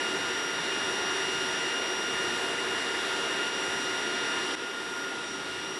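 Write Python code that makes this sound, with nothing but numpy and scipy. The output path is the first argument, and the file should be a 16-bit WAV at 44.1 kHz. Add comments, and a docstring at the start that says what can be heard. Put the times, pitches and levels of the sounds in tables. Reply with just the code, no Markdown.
"""A blown gas burner roars into a small furnace in a garage: noise with gusting bands, coloured by
resonances of pipe, furnace and room and blurred by the garage's reflections.
Behind it the blower whines: sine tones on multiples of one slowly drifting pitch. The level dips briefly
once; later, at an edit cut, the sound drops for an instant and goes on quieter and duller, as from further off.
The microphone loses the deep bass; the recorder rounds the tallest peaks and cuts the top."""
import sys
import numpy as np
from scipy import signal
from scipy.fft import rfft, irfft
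from scipy.io import wavfile
from scipy.ndimage import uniform_filter1d

SR = 44100
rng = np.random.default_rng(int(sys.argv[2]) if len(sys.argv) > 2 else 0)


def to_wav(sig):
    """Store sig (one row per channel, or 1-D mono) as 16-bit WAV at the path in sys.argv[1].

    Samples outside -1..1 are clipped; the rate is SR.
    """
    pcm = np.clip(np.atleast_2d(sig), -1, 1) * 32767
    pcm = np.round(pcm).astype(np.int16)
    wavfile.write(sys.argv[1], SR, pcm.T)  # frames by channels


N = 255339  # length in samples
CUT_S = 4.553  # edit cut: "near" sound before it, "far" sound (as from further off) after it


def undb(db):
    """Turn a level in dB into an amplitude gain."""
    return 10 ** (np.asarray(db) / 20)


def random_walk(rate_hz):
    """Wander smoothly: random levels held for 1 / rate_hz seconds, averaged twice; spread near 1."""
    hold = int(SR / rate_hz)
    steps = np.repeat(rng.standard_normal(N // hold + 1), hold)
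    smooth = uniform_filter1d(uniform_filter1d(steps, hold), hold)
    return 1.29 * smooth[:N]


def garage(x, t60_s=.3, reflections_db=-10.0, diffuse_hz=700):
    """Add a decaying cloud of reflections to the direct sound, which ripples the spectrum finely."""
    s = np.arange(SR // 2) / SR
    decay = np.exp(-np.log(1000) * s / t60_s)
    response = rng.standard_normal(len(s)) * decay * (s > .003)
    # no cloud in the bass: lower down the room has separate modes
    high_pass = signal.butter(2, diffuse_hz, "high", fs=SR, output="sos")
    response = signal.sosfilt(high_pass, response)
    response *= undb(reflections_db) / np.sqrt(np.sum(response ** 2))
    response[0] = 1  # direct sound
    return irfft(rfft(x) * rfft(response, N), N)  # circular: the rush was sounding before the start


# Pitch of the blower whine, drifting with its load: t/s, f/Hz
BLOWER_PITCH = [(0, 1417.9), (.7, 1417.0), (1.4, 1418.0), (2.05, 1417.5), (2.5, 1418.7), (3.3, 1417.4),
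                (3.87, 1418.8), (4.45, 1416.5), (4.55, 1417.0), (4.65, 1418.2), (5.79, 1418.4)]
# Whine tones whose levels drift along a curve: t/s, then level/dB of multiples 1, 2, 4 and 6
DRIFTING_TONES = [(0, -41, -39.5, -45, -68), (.9, -41, -40, -43, -70), (1.5, -41, -38, -42.5, -70),
                  (2.2, -41, -39.5, -42.5, -66), (2.4, -40.5, -39.5, -47, -66),
                  (3.5, -40, -39.5, -46.5, -67), (3.9, -39, -41.5, -44, -68),
                  (4.54, -39.3, -41.5, -43, -64), (4.6, -42.5, -47, -47, -67), (4.95, -41.5, -51, -49, -71),
                  (5.2, -40.5, -46.5, -50, -66), (5.4, -47.5, -49.5, -51, -62), (5.55, -45, -43, -51, -62),
                  (5.79, -41.5, -46.5, -49, -62)]
# Whine tones with one level before and one after the cut: multiple, near level/dB, far level/dB
STEADY_TONES = [(.5, -55, -64), (3, -63, -68), (5, -74, -72), (8, -69, -71)]


def blower(t, wobble_hz=.15, waver_db=.75):
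    """Sound clean tones locked to the impeller's speed; each wavers in the room, the high ones most."""
    near = t < CUT_S
    pitch_hz = np.interp(t, *np.transpose(BLOWER_PITCH)) + wobble_hz * random_walk(25.03)
    phase = 2 * np.pi * np.cumsum(pitch_hz) / SR
    times, *levels = np.transpose(DRIFTING_TONES)
    tones = [(k, np.interp(t, times, db)) for k, db in zip((1, 2, 4, 6), levels)]
    tones += [(k, np.where(near, near_db, far_db)) for k, near_db, far_db in STEADY_TONES]
    waver_db = waver_db * np.where(near, 1, 2)  # livelier from further off
    whine = 0
    for k, db in tones:
        wavering_db = db + waver_db * np.sqrt(k) * random_walk(8.0)
        tone = np.sin(k * phase + rng.uniform(0, 2 * np.pi))
        whine = whine + np.sqrt(2) * undb(wavering_db) * tone  # the levels are rms
    return whine


def turbulence(swell_db=-0.25, flicker_db=0.62, puff_db=2.5):
    """Stir white noise: overlapping bands swell together and flicker alone; the bass comes in puffs."""
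    spectrum = rfft(rng.standard_normal(N))
    octave = np.log2(np.maximum(np.arange(N // 2 + 1) * SR / N, 1))
    out, swell = 0, random_walk(3.18)
    for centre in range(4, 16):  # band centres at 2 ** centre Hz
        share = np.clip(1 - np.abs(octave - centre), 0, 1)  # neighbouring shares sum to one
        own_db = puff_db if centre < 8 else flicker_db
        gust = undb(swell_db * swell + own_db * random_walk(9.0))
        out = out + irfft(spectrum * share, N) * gust
    return out


# Resonances of pipe, furnace and room: f/Hz, width/Hz, level/dB (boost, or cut where negative)
RESONANCES = [(79, 17, 7), (154, 25, 1.5), (286.6, 27, 4.5), (337, 19, 1), (384, 38, 7.5), (465, 19, 5.5),
              (550, 15, 3.5), (600, 34, -5), (646, 30, 5), (904, 27, 1.5), (949, 120, 3.5),
              (1115, 110, -3.5), (1314, 80, 2), (1350, 26, -4), (1727, 33, 3), (1833, 69, 6),
              (1960, 130, 4.5), (2050, 120, 1), (2450, 36, 0), (3617, 390, 6), (3880, 150, 1),
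              (6410, 66, -8), (6450, 80, 5.5), (7400, 66, -3), (8350, 170, -3), (9700, 130, 3),
              (10000, 280, 2.5), (10400, 120, 3.5), (10700, 370, 6.5)]


def coloured(x, colour, hiss_top_hz=11020):
    """Give the noise its smooth colour, then the boosts and cuts of the resonances; rms 1."""
    hz = np.maximum(np.arange(N // 2 + 1) * SR / N, 1)
    points_hz, points_db = np.transpose(colour)
    db = np.interp(np.log(hz), np.log(points_hz), points_db, right=-120)
    for centre_hz, width_hz, boost_db in RESONANCES:
        db += boost_db / (1 + (2 * (hz - centre_hz) / width_hz) ** 2)
    db -= 40 * np.clip((hz - hiss_top_hz) / 250, 0, 1)  # the hiss ends below the highest whine tone
    y = irfft(rfft(x) * undb(db), N)
    return y / np.std(y)


# Smooth colour of the rush before the cut: f/Hz, relative level/dB per Hz
NEAR_COLOUR = [(35, -59), (60, -26), (373, -3), (590, -9.5), (1320, -6.5), (1410, -4.5), (2230, -10.5),
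               (2770, -10), (4280, -16), (5800, -17), (6330, -25.5), (7530, -20.5), (9160, -27.5),
               (10900, -29), (14200, -58), (22000, -120)]
# Smooth colour of the rush after the cut, as from further off: f/Hz, relative level/dB per Hz
FAR_COLOUR = [(35, -57), (60, -25.5), (365, -4.5), (590, -12), (1180, -9), (1410, -5), (1570, -10),
              (2230, -13.5), (2770, -12), (4470, -19), (5800, -18), (6330, -28), (7690, -23.5),
              (10900, -33), (14200, -71), (22000, -120)]


def burner_rush(t, near_db=-31.5, far_db=-36):
    """Roar of flame and hiss of air from one turbulence; level and colour change at the cut."""
    eddies = garage(turbulence())
    far = np.clip((t - CUT_S) / .004, 0, 1)  # crossfade over 4 ms
    near_rush = undb(near_db) * coloured(eddies, NEAR_COLOUR)
    far_rush = undb(far_db) * coloured(eddies, FAR_COLOUR)
    return (1 - far) * near_rush + far * far_rush


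# Brief drops of the whole level, a dip and the drop at the cut:
# t/s, level/dB of the drop, fall/s, recovery time constant/s
LEVEL_DROPS = [(3.492, -3, 0.0048, 0.04), (4.552, -7.5, .003, 0.0099)]


def level_drops(t):
    """Gain that falls fast, then recovers exponentially."""
    db = 0
    for start_s, depth_db, fall_s, recovery_s in LEVEL_DROPS:
        fall = np.clip((t - start_s) / fall_s, 0, 1)
        recovery = np.exp(-np.maximum(t - start_s - fall_s, 0) / recovery_s)
        db = db + depth_db * fall * recovery
    return undb(db)


def scene():
    """Burner rush and blower whine in the garage, dropping together; one channel."""
    t = np.arange(N) / SR
    mix = burner_rush(t) + blower(t)
    return (mix * level_drops(t))[None]


def record(dry, low_cut_hz=70, ceiling=.111, top_hz=11400):
    """The microphone drops the deep bass; the recorder rounds the tallest peaks and cuts the top."""
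    microphone = signal.butter(4, low_cut_hz, "high", fs=SR, output="sos")
    thin = signal.sosfilt(microphone, dry)
    rounded = thin / (1 + (thin / ceiling) ** 6) ** (1 / 6)
    top_cut = signal.ellip(14, .2, 80, top_hz, fs=SR, output="sos")
    return signal.sosfilt(top_cut, rounded)


dry = scene()
out = record(dry)
to_wav(out)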